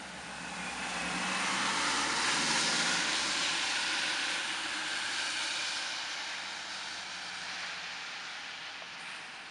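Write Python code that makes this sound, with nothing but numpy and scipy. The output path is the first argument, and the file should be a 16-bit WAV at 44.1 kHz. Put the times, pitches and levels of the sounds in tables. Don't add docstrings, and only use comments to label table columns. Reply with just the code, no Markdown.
import sys
import numpy as np
from scipy import signal
from scipy.fft import rfft, irfft
from scipy.io import wavfile
from scipy.ndimage import uniform_filter1d

SR = 44100
rng = np.random.default_rng(int(sys.argv[2]) if len(sys.argv) > 2 else 0)


def output_pcm(signal):
    pcm = np.clip(np.atleast_2d(signal).T, -1, 1) * 32767
    wavfile.write(sys.argv[1], SR, np.round(pcm).astype(np.int16))


N = 418950
TIME = np.arange(N) / SR
FREQS = np.maximum(np.arange(N // 2 + 1) * SR / N, 1)


def from_db(db):
    return 10 ** (np.asarray(db) / 20)


def rms_one(x):
    return x / np.sqrt(np.mean(x ** 2) + 1e-20)


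def evened(x):
    power = np.maximum(uniform_filter1d(x * x, SR // 4), 0)
    return x / np.sqrt(power + 1e-20)


def in_time(rows):
    times_s, *columns = np.transpose(rows)
    return [np.interp(TIME, times_s, column) for column in columns]


def hump(peak_s, half_length_s):
    return np.exp(-.5 * ((TIME - peak_s) / half_length_s) ** 2)


def bell(hz, centre_hz, width_hz):
    return 1 / (1 + (2 * (hz - centre_hz) / width_hz) ** 2)


def colour(points):
    hz, db = np.transpose(points)
    return from_db(np.interp(np.log(FREQS), np.log(hz), db))


def band(low_hz, high_hz, order=32):
    return 1 / ((1 + (low_hz / FREQS) ** order) * (1 + (FREQS / high_hz) ** order))


def filtered(x, gain):
    return irfft(rfft(x) * gain, N)


def noise(gain):
    spectrum = rng.standard_normal(len(FREQS)) + 1j * rng.standard_normal(len(FREQS))
    return rms_one(irfft(gain * spectrum, N))


def drift(rate_hz):
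    step, settle = 40, 2000
    pole = np.exp(-2 * np.pi * rate_hz * step / SR)
    jitter = rng.standard_normal(N // step + settle + 2)
    slow = signal.lfilter([1], [1, -2 * pole, pole * pole], jitter)[settle:]
    return np.interp(np.arange(N) / step, np.arange(len(slow)), rms_one(slow))


def swelling(x, rows):
    out, spectrum = x.copy(), rfft(x)
    for peak_s, half_length_s, pitch_hz, width_hz, change_db in rows:
        part = irfft(spectrum * bell(FREQS, pitch_hz, width_hz), N)
        out += (from_db(change_db * hump(peak_s, half_length_s)) - 1) * part
    return out


def doublings(nearest_s, speed_m_per_s=9.85, road_distance_m=9.92):
    along_road_m = speed_m_per_s * (TIME - nearest_s)
    return np.log2(np.hypot(1, along_road_m / road_distance_m))


# pitch_hz, relative_db
TOWN_COLOUR = [(25, -24), (50, -10), (85, -8), (140, 0), (200, 0), (300, -4), (600, -9), (2000, -52)]
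FAR_TYRE_COLOUR = [(210, -45), (350, -7), (397, -4), (433, 4), (503, -9), (529, -10), (800, 1.5),
                   (1030, -2), (1360, 0.5), (1660, 2), (2080, -1), (2320, -1), (2770, -1.5), (4570, -2.5),
                   (7000, -12.5), (9100, -13), (15400, -120)]

def town(rumble_db=-66.0, hiss_db=-56.5):
    rumble = noise(colour(TOWN_COLOUR))
    hiss = noise(colour(FAR_TYRE_COLOUR) * band(2600, 7000, order=8))
    return from_db(rumble_db) * rumble + from_db(hiss_db) * hiss


# pitch_hz, relative_db, ring_s
DRIP_NOTES = [(660, -33, .03), (800, -37, 0.023), (1080, -34, 0.018), (1400, -45, 0.011)]

def drip(start_s=8.8205, gain_db=-0.5, low_cut_hz=520):
    age = np.clip(TIME - start_s, 0, .5)
    tap = 0
    for k, (pitch_hz, relative_db, ring_s) in enumerate(DRIP_NOTES):
        level = from_db(relative_db + gain_db - 60 * age / ring_s)
        tap += (-1) ** k * level * np.sin(2 * np.pi * pitch_hz * age)
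    return signal.sosfilt(signal.butter(2, low_cut_hz, "high", fs=SR, output="sos"), tap)


# peak_s, half_length_s, pitch_hz, level_db
BUMP_HUMS = [(.55, 0.098, 177.4, -56), (1.05, 0.11, 175, -55), (3.488, 0.095, 174, -59.5),
             (3.843, 0.049, 170, -64), (4.07, 0.051, 173, -63), (8.57, 0.06, 172, -68),
             (8.97, .09, 173, -67)]

def tyre_air(wobble=0.016, rough_db=3.0):
    flutter = from_db(rough_db * drift(16))
    wavering_time = np.cumsum(1 + wobble * drift(5.0)) / SR
    hums = sum(from_db(level_db) * hump(peak_s, half_s) * np.sin(2 * np.pi * pitch_hz * wavering_time)
               for peak_s, half_s, pitch_hz, level_db in BUMP_HUMS)
    return np.sqrt(2) * flutter * hums


# time_s, load_db
ENGINE_LOAD = [(0, 2.5), (.8, 4.5), (1.2, 10), (1.45, 6.5), (1.72, 7), (1.82, -0.5), (2.25, -3.5),
               (2.42, 5), (2.93, 3.5), (3.06, -6), (3.3, -11), (3.6, -11.5), (4.25, -11), (4.8, -4),
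               (5.5, -1), (6.05, -11), (6.45, 1), (7.85, 4.5), (8.05, -7), (8.5, -2), (9.5, -5)]

def under_load(nearest_s, level_db, loss_db, load_share):
    load_db, = in_time(ENGINE_LOAD)
    return level_db - loss_db * doublings(nearest_s) + load_share * load_db


# time_s, firing_hz
FIRING_RATE = [(0, 66.5), (.35, 63), (.69, 60.4), (.91, 61.4), (1.2, 61.7), (1.4, 63.5), (1.7, 66.8),
               (2.13, 70.8), (2.4, 73.8), (2.65, 77.2), (2.9, 79), (3.05, 77.3), (3.2, 73), (3.35, 61),
               (3.6, 48), (4.8, 51), (5.5, 51.5), (6.7, 49.7), (7.2, 48), (8.4, 44.3), (9.5, 44.3)]
# nearest_s, level_db, loss_db, load_share
ENGINE_NOTES = [(1.7, -60, 8.7, 0.17), (2.87, -58.5, 7.6, .9), (2.77, -53.7, 13.5, 1.1),
                (1.96, -61.5, 6.2, 0.75), (2.1, -59, 10, 0.48)]
BELT_NOTE = (3, -59, 32, 1)
GROWL_LEVEL = (0.5, -57, 8.5, 1.1)
# peak_s, half_length_s, firing_multiple, change_db
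NOTE_SWELLS = [(1.45, .24, 1, -12), (2.85, .11, 1, -9), (3.22, .12, 1, 6), (8.4, .5, 1, 3),
               (1.1, .3, 2, -8), (6.6, .25, 4, 4.5)]
# pitch_hz, relative_db
GROWL_COLOUR = [(30, -42), (70, 2), (105, -12), (135, -9), (180, 13), (250, 4.5), (290, 5.5), (340, -14),
                (420, -31), (1200, -75)]

def engine(wobble=0.0014, rough_db=0.4, belt_multiple=2.26, boom_db=8, throb_hz=2.77, throb_s=5.0):
    firing_hz, = in_time(FIRING_RATE)
    phase = 2 * np.pi * np.cumsum(firing_hz * (1 + wobble * drift(4.54))) / SR
    throb = 0.81 * hump(throb_s, 0.7) * np.cos(2 * np.pi * throb_hz * (TIME - throb_s))
    hum = 0
    for multiple, note in [*enumerate(ENGINE_NOTES, 1), (belt_multiple, BELT_NOTE)]:
        exhaust_db = boom_db * bell(multiple * firing_hz, centre_hz=187, width_hz=28)
        level_db = under_load(*note) + exhaust_db + rough_db * drift(7.5)
        if multiple == 1:
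            level_db += 20 * np.log10(1 + throb)
        level_db += sum(change_db * hump(peak_s, half_s)
                        for peak_s, half_s, which, change_db in NOTE_SWELLS if which == multiple)
        hum += from_db(level_db) * np.sin(multiple * phase + rng.uniform(0, 2 * np.pi))
    load_db, = in_time(ENGINE_LOAD)
    hum += from_db(load_db - 70) * hump(peak_s=7.5, half_length_s=.55) * np.sin(3.75 * phase)
    growl = from_db(under_load(*GROWL_LEVEL)) * noise(colour(GROWL_COLOUR))
    return np.sqrt(2) * hum + growl


# start_s, relative_db, decay_s
SLUSH_HITS = [(1.408, -32, 0.0088), (2.241, -26, 0.0087), (2.272, -24.5, 0.031), (2.575, -23.5, 0.005),
              (3.14, -37, 0.036), (3.932, -31, .006), (4.071, -30, 0.011), (4.745, -38, .007),
              (6.27, -37, 0.11), (7.4, -39, .45), (7.629, -35.5, 0.011), (9.06, -40, .09)]
# pitch_hz, relative_db
SLUSH_COLOUR = [(150, -45), (400, -15), (900, -4), (1800, 5.5), (2600, 0.5), (4000, -9), (9000, -34),
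                (11500, -55)]

def slush(gain_db=-2.0, rise_share=0.23):
    bursts = np.zeros(N)
    for start_s, relative_db, decay_s in SLUSH_HITS:
        progress = np.maximum(TIME - start_s, 0) / decay_s
        rise = 1 - np.exp(-progress / rise_share)
        bursts += from_db(relative_db + gain_db) * rise * np.exp(-progress)
    return bursts * noise(colour(SLUSH_COLOUR))


def street_echoes(x, count=16, strength=.046):
    out, farness = x.copy(), doublings(nearest_s=1.84)
    for delay_ms, slide_ms in rng.uniform([1, -.4], [11, .4], (count, 2)):
        late_s = (delay_ms + slide_ms * farness) / 1000
        out += strength * drift(.7) * np.interp(TIME - late_s, TIME, x)
    return out


# time_s, delay_ms, gain
ECHO_PATHS = [
    [(0, 1.43, 0.12), (.8, 0.82, 0.056), (1.3, 1, 0.063), (1.8, 0.97, 0.12), (2.4, 1.03, 0.061),
     (2.7, 1.4, .03), (3.2, 0.91, 0.081), (4.6, 1.4, 0.037), (5.7, 1.32, 0.13), (7.2, 1.28, 0.23),
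     (8.0, 1.14, 0.022), (9.5, 1.4, 0.028)],
    [(0, 2.6, .01), (1, 2.4, .05), (2.1, 2.22, 0.1), (3.5, 2.4, 0.062), (4.4, 1.6, .01)],
    [(0, 2.8, 0.0092), (1.1, 3.34, -0.23), (2, 2.83, -0.031), (3.1, 2.25, -0.002), (3.8, 2.8, 0.014)],
]

def near_echoes(x):
    out = x.copy()
    for path in ECHO_PATHS:
        delay_ms, gain = in_time(path)
        out += gain * np.interp(TIME - delay_ms / 1000, TIME, x)
    return out


# pitch_hz, relative_db
FRONT_COLOUR = [(210, -43), (350, -13), (402, -13), (523, -4), (639, -6.5), (831, -1), (1320, -9),
                (1460, -6.5), (1700, -8.5), (2290, -12), (2600, -11.5), (3060, -15.5), (3450, -14),
                (3860, -14), (7000, -16.5), (9100, -64), (15400, -120)]
SIDE_COLOUR = [(210, -37), (350, 3), (407, -19), (550, 1.5), (663, -8.5), (885, 1.5), (1140, 0), (1410, -2),
               (1540, -5.5), (1720, -4), (2500, -8.5), (2800, -8), (3470, -6.5), (4990, -7.5),
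               (7000, -11.5), (9100, -8), (15400, -120)]
REAR_COLOUR = [(210, -39), (350, 9), (412, -27), (536, -6), (600, -6.5), (663, -14), (733, -6), (821, -3),
               (1200, -5), (1590, -3.5), (1970, -10.5), (2410, -6), (3510, -6.5), (3840, -6), (7000, -14),
               (9100, -3), (15400, -120)]
# front_until_s, side_from_s, side_until_s, rear_from_s, rear_until_s, far_from_s
FACING_TIMES = [.7, 1.9, 2.9, 3.6, 5.9, 7.2]

def tyre_noise():
    facing = np.interp(TIME, FACING_TIMES, [0, 1, 1, 2, 2, 3])
    out = 0
    for k, side in enumerate([FRONT_COLOUR, SIDE_COLOUR, REAR_COLOUR, FAR_TYRE_COLOUR]):
        share = np.maximum(1 - np.abs(facing - k), 0)
        out += np.sqrt(share) * noise(colour(side))
    return out


# time_s, wetness_db
ROAD_WETNESS = [(0.0, -0.3), (0.5, 0.4), (0.99, 1.5), (1.94, -0.5), (2.15, -3), (2.33, -1), (2.5, -0.6),
                (2.7, -1), (3.17, -.5), (3.28, -1), (3.42, -1), (4.27, 1.4), (4.6, -0.5), (5.25, 2.5),
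                (5.65, 3), (6.32, 1.5), (6.6, 0.6), (6.89, 2.1), (7.08, 0.5), (7.67, 1), (7.82, 1),
                (8.38, -0.25), (9.5, -5)]

def passing(nearest_s, level_db, coming_db, going_db, wet_share, house_loss_db, puddle_lift_db):
    house_s, house_fade_s = 5.45, 0.45
    puddle_s, rise_s, decay_s = 8.972, .035, 1.0
    wetness_db, = in_time(ROAD_WETNESS)
    loss_db = np.where(TIME < nearest_s, coming_db, going_db) * doublings(nearest_s)
    hidden = np.clip((TIME - house_s) / house_fade_s, 0, 1)
    age = np.maximum(TIME - puddle_s, 0)
    puddle = np.minimum(age / rise_s, np.exp((rise_s - age) / decay_s))
    return level_db - loss_db + wet_share * wetness_db - house_loss_db * hidden + puddle_lift_db * puddle


def droplets(gain, per_s, spread_db):
    sizes = from_db(spread_db * np.minimum(rng.exponential(1, N), 4))
    signs = rng.choice([-1, 1], N)
    lands = rng.random(N) < per_s / SR
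    return rms_one(filtered(sizes * signs * lands, gain))


def in_sheets(x, waver_db=0.75, rate_hz=3.6, bands=9):
    out, spectrum = x.copy(), rfft(x)
    edges_hz = np.geomspace(3000, 11000, bands + 1)
    for low_hz, high_hz in zip(edges_hz, edges_hz[1:]):
        part = irfft(spectrum * band(low_hz, high_hz), N)
        out += (from_db(waver_db * drift(rate_hz)) - 1) * part
    return out


# pitch_hz, relative_db
MIST_COLOUR = [(6500, 2), (7400, 0), (8600, -.7), (9300, -1.5), (10000, -5.8), (10700, -14.5), (11300, -27),
               (11700, -42), (12200, -70)]
# nearest_s, level_db, coming_db, going_db, wet_share, house_loss_db, puddle_lift_db
COARSE_PASS = (2.5, -33.5, 16, 5.5, 1.38, 1.33, 1.5)
MIST_PASS = (2.5, -41.5, 12, 7, 1.5, 5, 11.5)

def spray(tyres, water, drops_db=-10.0, fine_drops_db=-6.0, uneven_db=0.55):
    coarse_band = band(3253, 7440)
    hiss = evened(filtered(tyres, coarse_band))
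    hiss += from_db(drops_db) * droplets(coarse_band * colour(REAR_COLOUR), per_s=1000, spread_db=4.5)
    fine_band = np.sqrt(band(7200, 13000)) * colour(MIST_COLOUR)
    mist = noise(fine_band) + from_db(fine_drops_db) * droplets(fine_band, per_s=2200, spread_db=5.5)
    heard = from_db(passing(*COARSE_PASS)) * hiss + from_db(passing(*MIST_PASS)) * street_echoes(mist)
    flicker = from_db(uneven_db * (water + 0.3 * drift(22)))
    return in_sheets(heard * flicker)


# pitch_hz, relative_db
LOW_DRONE = [(30, -38), (100, -25), (150, -6.5), (220, -6), (275, 1.5), (325, -1), (385, -7), (470, -1),
             (540, -30), (900, -75)]
HIGH_DRONE = [(30, -40), (100, -17.5), (200, -8), (260, -4.5), (315, 3), (360, -2), (420, -17), (470, -5),
              (540, -56), (900, -75)]
# start_s, full_from_s, full_until_s, gone_s
HIGH_DRONE_TIMES = [2.2, 3.3, 6.3, 7.8]
# peak_s, half_length_s, pitch_hz, width_hz, change_db
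DRONE_SWELLS = [(.15, .4, 330, 170, -3), (1.1, 0.053, 280, 150, 9), (1.65, 0.087, 256, 60, 7.5),
                (2.0, .12, 297, 67, 7.5), (2.4, 0.037, 280, 60, 9), (3.7, .12, 150, 280, -8),
                (4.75, 0.07, 307, 40, 6), (5.9, .45, 186, 110, -6), (9.3, .35, 228, 14, 9)]
# nearest_s, level_db, coming_db, going_db, wet_share, house_loss_db, puddle_lift_db
BODY_PASS = (2.5, -45.5, 8.5, 6.5, 0.27, 3, 4)
TREAD_PASS = (1.84, -37.5, 12.5, 5.5, 0.34, -0.5, 1.5)
GROOVE_PASS = (2, -33.5, 13, 3, 0.9, 3, 2.5)

def rolling(tyres, water, uneven_db=0.28):
    behind = np.interp(TIME, HIGH_DRONE_TIMES, [0, 1, 1, 0])
    drone = np.sqrt(1 - behind) * noise(colour(LOW_DRONE)) + np.sqrt(behind) * noise(colour(HIGH_DRONE))
    rumble = from_db(passing(*BODY_PASS)) * swelling(evened(drone), DRONE_SWELLS)
    roar = from_db(passing(*TREAD_PASS)) * evened(filtered(tyres, band(471, 1293)))
    squeeze = from_db(passing(*GROOVE_PASS)) * evened(filtered(tyres, band(1305, 3227)))
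    return rumble + (roar + squeeze) * from_db(uneven_db * water)


# peak_s, half_length_s, pitch_hz, width_hz, change_db
HISS_RINGS = [(.5, .13, 1480, 60, 6), (.47, .1, 2580, 70, 9), (.67, .06, 2430, 60, 14),
              (1.1, .4, 2590, 100, 7.5), (.85, .3, 3460, 160, 6), (.88, .09, 825, 90, 4),
              (1.55, .3, 1130, 200, 5), (1.9, .2, 1290, 140, 5), (1.75, .25, 2060, 120, 3.5),
              (2.05, 0.14, 900, 110, 3.5), (2.4, 0.17, 1030, 120, 2.5), (2.3, 0.052, 2800, 55, 5),
              (2.53, .04, 1000, 300, 4), (2.7, .3, 780, 140, 2.5), (2.88, .1, 1440, 150, 5.5),
              (3.1, 0.2, 3900, 130, 4), (3.95, 0.37, 1550, 180, 1), (5.0, .4, 830, 220, 3),
              (5.05, .33, 1650, 200, 6), (5.1, .4, 4480, 240, 4), (5.42, .23, 2390, 160, 8),
              (5.4, .28, 2960, 260, 3.5), (7.25, 0.23, 4470, 150, 3), (7.35, 0.12, 1460, 134, 4.5),
              (7.9, 0.6, 2370, 150, 4), (8.2, 0.13, 1350, 110, 5), (9.2, 0.25, 2520, 420, 5)]
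ROAD_ECHO_DIPS = [(2.35, 0.22, 3470, 200, -9), (3.3, 0.74, 1270, 130, -9), (3.7, .35, 550, 110, -4),
                  (5.9, 0.71, 2620, 150, -6), (6.1, .3, 1390, 201, -3)]
HISS_SWISHES = [(1.8, 0.13, 2000, 1270, -1.5), (2.68, 0.036, 5130, 800, 6), (2.95, 0.14, 2360, 1190, 3),
                (3.07, 0.043, 9000, 4000, -2.5), (3.16, .035, 3600, 1400, 0.5),
                (3.28, 0.036, 2800, 1500, -2.5), (3.349, 0.07, 6650, 2680, 3), (3.46, 0.059, 3300, 1400, 3),
                (3.6, 0.51, 9800, 2000, -2.5), (3.95, 0.32, 2060, 1400, 2), (4.0, 0.28, 7200, 2500, -3),
                (4.6, 0.24, 5440, 2470, -5), (4.85, 0.12, 8500, 3480, -1.5), (5.05, 0.065, 6330, 2200, -3),
                (5.33, 0.048, 9000, 900, 4), (5.45, 0.078, 6140, 1200, -1.5), (5.499, 0.17, 2600, 1980, -2),
                (5.83, .13, 5400, 1400, 2.5), (5.78, .07, 9000, 4000, 3), (6.08, 0.12, 8200, 3500, -3),
                (6.55, 0.28, 3130, 1000, -2), (6.9, 0.31, 1960, 1490, -2.5), (7.0, .3, 7800, 1510, 1.5),
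                (7.33, 0.073, 8500, 3000, 3), (7.858, 0.07, 8500, 5000, -3), (8.2, 0.56, 10400, 1800, -3),
                (8.6, 0.17, 3220, 980, 4), (9.03, .14, 7500, 1300, -3), (9.27, .14, 9300, 1400, 3)]

def wheels():
    tyres = swelling(tyre_noise(), [*HISS_RINGS, *ROAD_ECHO_DIPS])
    tyres = near_echoes(street_echoes(tyres))
    water = drift(rate_hz=6.1)
    return swelling(rolling(tyres, water) + spray(tyres, water), HISS_SWISHES)


def scene():
    street = wheels() + tyre_air() + slush() + engine() + town() + drip()
    return np.stack([street, street])


def record(dry, notch_hz=7920, notch_width_hz=380, notch_db=-7.0, cutoff_hz=11660):
    notch = from_db(notch_db * bell(FREQS, notch_hz, notch_width_hz))
    top_cut = 1 / np.sqrt(1 + (FREQS / cutoff_hz) ** 200)
    return filtered(dry, notch * top_cut)


dry = scene()
out = record(dry)
output_pcm(out)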